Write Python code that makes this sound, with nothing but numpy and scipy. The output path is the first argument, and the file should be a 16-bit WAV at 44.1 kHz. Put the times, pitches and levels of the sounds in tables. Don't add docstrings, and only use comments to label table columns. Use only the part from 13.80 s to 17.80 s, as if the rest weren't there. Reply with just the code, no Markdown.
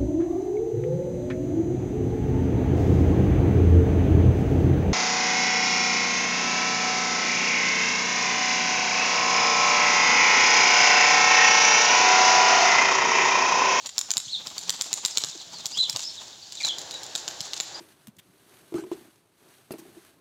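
import sys
import numpy as np
from scipy import signal
from scipy.fft import rfft, irfft, next_fast_len
from scipy.io import wavfile
from scipy.ndimage import map_coordinates

SR = 44100
rng = np.random.default_rng(int(sys.argv[2]) if len(sys.argv) > 2 else 0)


def wav_record(signal):
    frames = np.transpose(np.atleast_2d(signal))
    bounded = np.clip(frames, -1, 1)
    quanta = np.round(bounded * 32767).astype(np.int16)
    wavfile.write(sys.argv[1], SR, quanta)


N = 4 * SR

# t/s, level/dB
HUM_LEVEL = [(0.0, -59.5), (0.69, -58.5), (0.98, -57), (2.76, -57.5), (2.97, -49.5), (3.66, -47.5),
             (4.0, -47)]
HISS_LEVEL = [(0, -46.5), (.2, -53), (.5, -45.5), (1.0, -44.5), (1.45, -45), (1.7, -47), (2.3, -44),
              (2.56, -48), (3.0, -43), (3.5, -44), (4, -43.5)]
# f/Hz, relative level/dB
HUM_SPECTRUM = [(24, -43), (40, -26), (152, -6.5), (226, -21.5), (302, -2.5), (496, -6), (531, -3),
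                (816, 0), (1320, -9), (1560, -5), (2400, -13.5), (3120, -13), (5280, -120)]
HISS_SPECTRUM = [(880,-53), (1500,-21), (2300,-10), (2880,-3), (3600,4.5), (4500,3.5), (5300,1.5), (7170,2),
                 (8740,-18), (16000,-30)]
RUMBLE_SPECTRUM = [(20, -15), (45, -12), (85, -1), (150, -0.5), (260, -2), (600, -23)]
# centre t/s, middle f/Hz, length/s, level/dB
BUMPS = [(0.476, 125, 0.022, -48.5), (1.48, 153, .05, -51), (1.559, 335, 0.026, -43),
         (2.151, 121.3, 0.042, -42.5)]
# t/s, length/s, first f/Hz, middle f/Hz, last f/Hz, level/dB
FAR_TONES = [(.53, 0.15, 196, 178.6, 145, -58.5), (.8, 0.17, 156, 176.8, 161, -52.5),
             (1.63, 0.25, 165, 172.5, 148, -57.5), (2.82, 0.67, 502, 500, 492, -56.5)]

# f/Hz, T60/s
YARD_T60 = [(200, 0.15), (1500, 0.5), (4000, 0.75), (7000, 0.47), (10000, 0.39), (16000, 0.085)]
# f/Hz, gain/dB
YARD_COLOUR = [(100, -33), (1500, 10), (3800, 0), (5500, 2.5), (7200, 10), (9000, 10), (16000, -2)]
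GROUND_COLOUR = [(100, 0), (1500, 2.5), (3600, -0.5), (4500, -4.5), (6000, -4), (7050, 7.5), (8300, 8.5),
                 (10000, 6), (15000, 2.5)]
WALL_COLOUR = [(100, -12), (1500, 9), (4000, 6.5), (7200, 2), (9000, -1.5), (15000, 2)]
# t/s, lag/s
GROUND_LAG = [(1.3, 0.0091), (1.86, 0.0079), (2.16, .008), (3.35, .0065)]

# t/s, length/s, first f/Hz, middle f/Hz, last f/Hz, level/dB
CHIRPS = [(.44,0.029,3840,4310,4770,-40.5), (.443,.036,5710,6500,7260,-41), (.474,0.063,2757,4085,4380,-34),
          (0.513,.056,4610,3883,3200,-28), (1.305,.05,5700,5040,4150,-41),
          (1.589,.036,4605,3800,2830,-40.5), (1.735,0.049,4690,4450,4100,-39),
          (1.783,0.049,4020,3630,3340,-43), (1.914,.045,4220,4950,5340,-33.5),
          (1.934,.045,2730,3110,3500,-38.5), (1.966,0.0278,3230,3490,4040,-24.5),
          (1.984,0.035,4010,4056,3870,-17.5), (2.01,.06,4044,3585,2860,-27),
          (2.236,0.029,4900,5090,5500,-32.5), (2.263,0.03,4890,5330,5560,-32.5),
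          (2.287,0.0356,3680,4410,3940,-40), (2.367,.032,4210,3710,3220,-34.5),
          (2.611,.04,4350,4560,3800,-42.5), (2.765,0.028,4300,3800,3400,-36),
          (2.797,0.028,2640,2247,1770,-38), (2.83,0.033,4206,4020,3920,-22),
          (2.87,.05,3664,3385,2930,-27.5), (3.108,0.073,3490,3925,3300,-39.5),
          (3.943,0.025,4660,4910,4800,-35)]
# f/Hz, relative level/dB
CHIRP_OVERTONE = [(6000, -12), (7400, -16.5), (9000, -23.5), (10000, -37)]
# lag/s, gain/dB
CHIRP_ECHOES = [(.009, -6), (.03, -7.5)]

# peak t/s, relative puff level/dB, hiss level/dB
SWISHES_AND_TICKS = [(.055, -45.5, -47), (0.168, -49.5, -46), (.245, -51.5, -53), (.295, -46, -54),
                     (0.364, -42.5, -59), (0.606, -46.5, -58), (0.663, -42.5, -43), (0.716, -47.5, -52),
                     (0.769, -43.5, -44), (0.834, -48.5, -41), (0.888, -41.5, -38), (0.944, -44, -38),
                     (0.998, -43, -48), (1.064, -47, -40.5), (1.121, -43.5, -44), (1.179, -44.5, -39),
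                     (1.244, -41.5, -44), (1.304, -48, -38), (1.361, -48, -42), (1.418, -45, -37),
                     (1.491, -57, -35.5), (1.555, -52.5, -43.5), (1.611, -51.5, -44), (1.736, -47.5, -45),
                     (1.796, -47.5, -42), (1.851, -46, -47), (1.916, -50.5, -41), (1.974, -46, -37),
                     (2.033, -49.5, -38.5), (2.09, -44, -43), (2.156, -43, -53), (2.199, -52, -37.5),
                     (2.233, -56, -35), (2.35, -60, -44), (2.417, -47, -42.5), (2.479, -53.5, -46.5),
                     (2.76, -58, -41.5), (2.814, -51, -35.5), (2.87, -41.5, -32), (3.384, -64, -35),
                     (3.658, -48, -37.5), (3.772, -48, -37)]
# f/Hz, relative level/dB
PUFF_SPECTRUM = [(40, -29), (110, -19.5), (220, -5), (450, -7.5), (650, -4), (900, 1), (1250, -4.5),
                 (1700, -12), (3000, -6), (8000, -27)]
FEATHER_SPECTRUM = [(500, -38), (2400, -12), (3800, 4), (5500, 1.5), (7200, 6), (8500, -11.5),
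                    (11000, -24.5), (16000, -27)]
# t/s, relative level/dB, time the feathers take to meet/s,
# treble tilt/(dB per octave), ground echo gain/dB, wall echo gain/dB, air thump level/dB
CLAPS = [(0.0597,-16.5,0.0068,-1.5,-4.5,-9,-60), (0.1813,-5.5,0.00029,0.6,-6,-12,-53),
         (.306,-8.5,0.00035,0,-1,-12.5,-53), (.37,-7,0.00028,0,-4,-18,-41.5),
         (0.6709,-16.5,0.0011,-1,-12,-16.5,-48), (0.7807,-14,.002,1,-9.5,-17,-51),
         (0.8945,-6.5,.0025,0,-5,-24,-43), (1.0114,-8.5,0.00093,.3,-7.5,-22,-51),
         (1.13,-8,0.0019,0.9,-5.5,-30,-47.5), (1.2506,-5.5,0.0032,0.5,-6,-20,-49),
         (1.3724,-4.5,.002,-1.5,-5.5,-26,-49), (1.4378,-10,0.00065,-5,-6,-22,-44.5),
         (1.8566,-11.5,.0018,2.8,-5,-26,-48), (1.9773,-19.5,.001,3.5,-12,-20,-46.5),
         (2.0968,-9,0.0019,2,-14,-16,-47), (2.162,-10.5,0.00078,-3,-7,-12.5,-50),
         (2.7225,-22.5,.0017,0.5,-10,-14,-64), (2.848,-10.5,.003,-3.5,-8,-14,-45),
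         (2.9844,-18.5,.0019,0,-8.5,-10.5,-53), (3.1102,-20,.001,-1,-7,-8,-53),
         (3.2331,-22,.0026,4,-8,-11.5,-48), (3.3522,-11,.0024,-3.5,-3,-23,-51),
         (3.4792,-13.5,0.0017,-3,-6,-19,-62), (3.606,-14.5,.0017,-1.5,-5.5,-24,-40.5),
         (3.7339,-14,0.0019,-2.5,-6,-27,-60), (3.8012,-10,0.00093,-4.5,-7,-27,-52)]
# f/Hz, relative level/dB
CLAP_SPECTRUM = [(40, -62), (120, -29), (400, -21.5), (900, -17.5), (1600, -18), (2600, -12.5), (3900, 1.5),
                 (5200, 0), (6300, -2.5), (7200, 2), (8300, -15), (10000, -21.5), (13000, -24),
                 (16000, -23)]
SHIMMER_SPECTRUM = [(5000, -22), (9500, -6), (11500, 10), (16000, -6)]


def amp(db):
    return 10 ** (np.asarray(db) / 20)


def unit_rms(x):
    return x / np.sqrt(np.mean(x ** 2) + 1e-20)


def unit_energy(x):
    return x / np.linalg.norm(x)


def at_hz(points, hz):
    f, values = np.transpose(points)
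    return np.interp(np.log(hz + 1), np.log(f + 1), values)


def curve(points):
    return np.interp(np.arange(N) / SR, *np.transpose(points))


def wobble(rate):
    return map_coordinates(rng.standard_normal(int(N * rate / SR) + 4), [np.arange(N) * rate / SR])


def filtered(x, response):
    size = next_fast_len(N + SR // 2)
    return irfft(rfft(x, size) * response(np.fft.rfftfreq(size, 1 / SR)), size)[:N]


def noise(spectrum):
    return unit_rms(filtered(rng.standard_normal(N), lambda hz: amp(at_hz(spectrum, hz))))


def colour(x, points, tilt_db=0, size=2048):
    hz = np.fft.rfftfreq(size, 1 / SR)
    db = at_hz(points, hz) + tilt_db * np.log2(np.maximum(hz, 1000) / 4000)
    cepstrum = irfft(np.log(amp(db)))
    cepstrum[1:size // 2] *= 2
    cepstrum[size // 2 + 1:] = 0
    return signal.fftconvolve(x, irfft(np.exp(rfft(cepstrum))))[:len(x)]


def add(out, start, x):
    i = max(0, round(start * SR))
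    out[i:i + len(x)] += x[:max(0, len(out) - i)]


def arch(length, first_hz, middle_hz, last_hz):
    progress = np.linspace(0, 1, int(length * SR))
    parabola = np.polyfit([0, 0.5, 1], [first_hz, middle_hz, last_hz], 2)
    return np.polyval(parabola, progress), np.sin(np.pi * progress)


def yard_echo(x, decay_scale=1):
    hz, t, spectrogram = signal.stft(rng.standard_normal(SR // 2), SR, nperseg=256)
    decay_db = 60 * t / (decay_scale * at_hz(YARD_T60, hz)[:, None])
    build_up = 1 - np.exp(-t / 0.014)
    envelope = amp(at_hz(YARD_COLOUR, hz)[:, None] - decay_db) * build_up
    tail = signal.istft(spectrogram * envelope, SR)[1]
    return signal.fftconvolve(x, unit_energy(tail))


def outdoor_ambience():
    hum = amp(curve(HUM_LEVEL) + 1.5 * wobble(10)) * noise(HUM_SPECTRUM)
    rumble = amp(-64 + 1.5 * wobble(4.2)) * noise(RUMBLE_SPECTRUM)
    hiss = amp(curve(HISS_LEVEL) + 0.67 * wobble(29.87)) * noise(HISS_SPECTRUM)
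    return hum + rumble + hiss


def bumps_and_tones():
    out = np.zeros(N)
    bumps = [(centre - length / 2, length, 1.63 * hz, hz, 1.13 * hz, db)
             for centre, hz, length, db in BUMPS]
    for start, length, *pitches, db in bumps + FAR_TONES:
        hz, swell = arch(length, *pitches)
        add(out, start, amp(db) * swell * np.sin(2 * np.pi * np.cumsum(hz) / SR))
    return out


def far_twitter(count=34, length=0.032, fall=0.123):
    rows = []
    for k, (jitter, pitch, level) in enumerate(rng.uniform(-0.66, 1, (count, 3))):
        start = (k + 0.5 + jitter / 2) / count * N / SR
        hz = 4290 * np.exp(0.3 * pitch)
        rows.append((start, length, hz * (1 + fall / 2), hz, hz * (1 - fall), -52 + 3 * level))
    return rows


def small_birds(waver_depth=0.008, rough_db=3.5, near_db=-20):
    out, waver, rough = np.zeros(N), wobble(250), wobble(300)
    scatter = wobble(800) + 1j * wobble(800)
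    for start, length, first_hz, middle_hz, last_hz, db in CHIRPS + far_twitter():
        hz, swell = arch(length, first_hz, middle_hz, last_hz)
        span = (int(start * SR) + np.arange(len(hz))) % N
        phase = 2 * np.pi * np.cumsum(hz * (1 + waver_depth * waver[span])) / SR
        rasp_depth = amp(-16 + 0.4 * (near_db - db))
        rasp = (1 + rasp_depth * scatter[span]) / np.sqrt(1 + 2 * rasp_depth ** 2)
        overtone_db = at_hz(CHIRP_OVERTONE, 2 * hz) - 11 * (last_hz < first_hz)
        whistle = np.exp(1j * phase) + amp(overtone_db) * np.exp(2j * phase)
        note = amp(db + rough_db * rough[span]) * swell * np.real(rasp * whistle)
        add(out, start, note)
        for lag, echo_db in CHIRP_ECHOES:
            add(out, start + lag, amp(echo_db) * note)
        add(out, start, amp(-7) * yard_echo(note, decay_scale=0.48))
    return out


def swishes_and_ticks(hiss_rise_s=0.0089, hiss_fall_s=0.014, flutter_db=4.5):
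    t, puff_envelope, hiss_envelope = np.arange(N) / SR, np.zeros(N), np.zeros(N)
    for peak, air_db, hiss_db in SWISHES_AND_TICKS:
        offset = (t - peak) / np.where(t < peak, hiss_rise_s, hiss_fall_s)
        puff_envelope += amp(air_db + 0.5) * np.exp(1 - np.hypot(1, offset / 0.71))
        hiss_envelope += amp(hiss_db) * np.exp(1 - np.hypot(1, offset))
    air = noise(PUFF_SPECTRUM)
    hiss = unit_rms(noise(FEATHER_SPECTRUM) * amp(flutter_db * wobble(500)))
    return puff_envelope * air + hiss_envelope * hiss


def wing_contact(t, spread_s, later_slaps=5, rustle_t60=0.019):
    slaps = np.zeros(len(t))
    slaps[0] = 1
    slap_times = (np.arange(later_slaps) + rng.random(later_slaps)) / later_slaps * spread_s
    strengths = amp(-0.5) * min(spread_s / 0.0017, 2) * rng.standard_normal(later_slaps)
    np.add.at(slaps, (slap_times * SR).astype(int), strengths)
    rustle = rng.standard_normal(len(t)) * amp(-60 * t / rustle_t60)
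    return unit_energy(slaps) + amp(-1.5) * unit_energy(rustle)


def shimmer(t, t60=0.21, grain_db=4, grain_rate=450):
    grains = rng.standard_normal(len(t)) * amp(grain_db * wobble(grain_rate)[:len(t)] - 60 * t / t60)
    return unit_energy(colour(grains, SHIMMER_SPECTRUM))


def wing_claps(gain_db=11.5, thump_hz=140, thump_rise_s=0.005, wall_lag_s=0.0316):
    out, t = np.zeros(N), np.arange(SR // 8) / SR
    thump_envelope = (t / thump_rise_s * np.exp(1 - t / thump_rise_s)) ** 2
    thump = thump_envelope * np.sin(2 * np.pi * thump_hz * t)
    for start, db, spread_s, tilt_db, ground_db, wall_db, thump_db in CLAPS:
        gain = amp(db + gain_db)
        clap = gain * unit_energy(colour(wing_contact(t, spread_s), CLAP_SPECTRUM, tilt_db))
        bounce = colour(clap, GROUND_COLOUR)
        ground_lag_s = np.interp(start, *np.transpose(GROUND_LAG))
        add(out, start, clap + amp(thump_db) * thump + gain * amp(-24) * shimmer(t))
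        add(out, start + ground_lag_s, amp(ground_db) * bounce)
        add(out, start + wall_lag_s, amp(wall_db) * colour(bounce, WALL_COLOUR))
        add(out, start, amp(-11.5) * yard_echo(clap))
    return out


def scene():
    pigeon = wing_claps() + swishes_and_ticks()
    return (pigeon + small_birds() + bumps_and_tones() + outdoor_ambience())[None]


def record(dry):
    top_hz, edge_hz = 16000, 90
    return np.array([filtered(x, lambda hz: 1 / (1 + np.exp((hz - top_hz) / edge_hz))) for x in dry])


dry = scene()
out = record(dry)
wav_record(out)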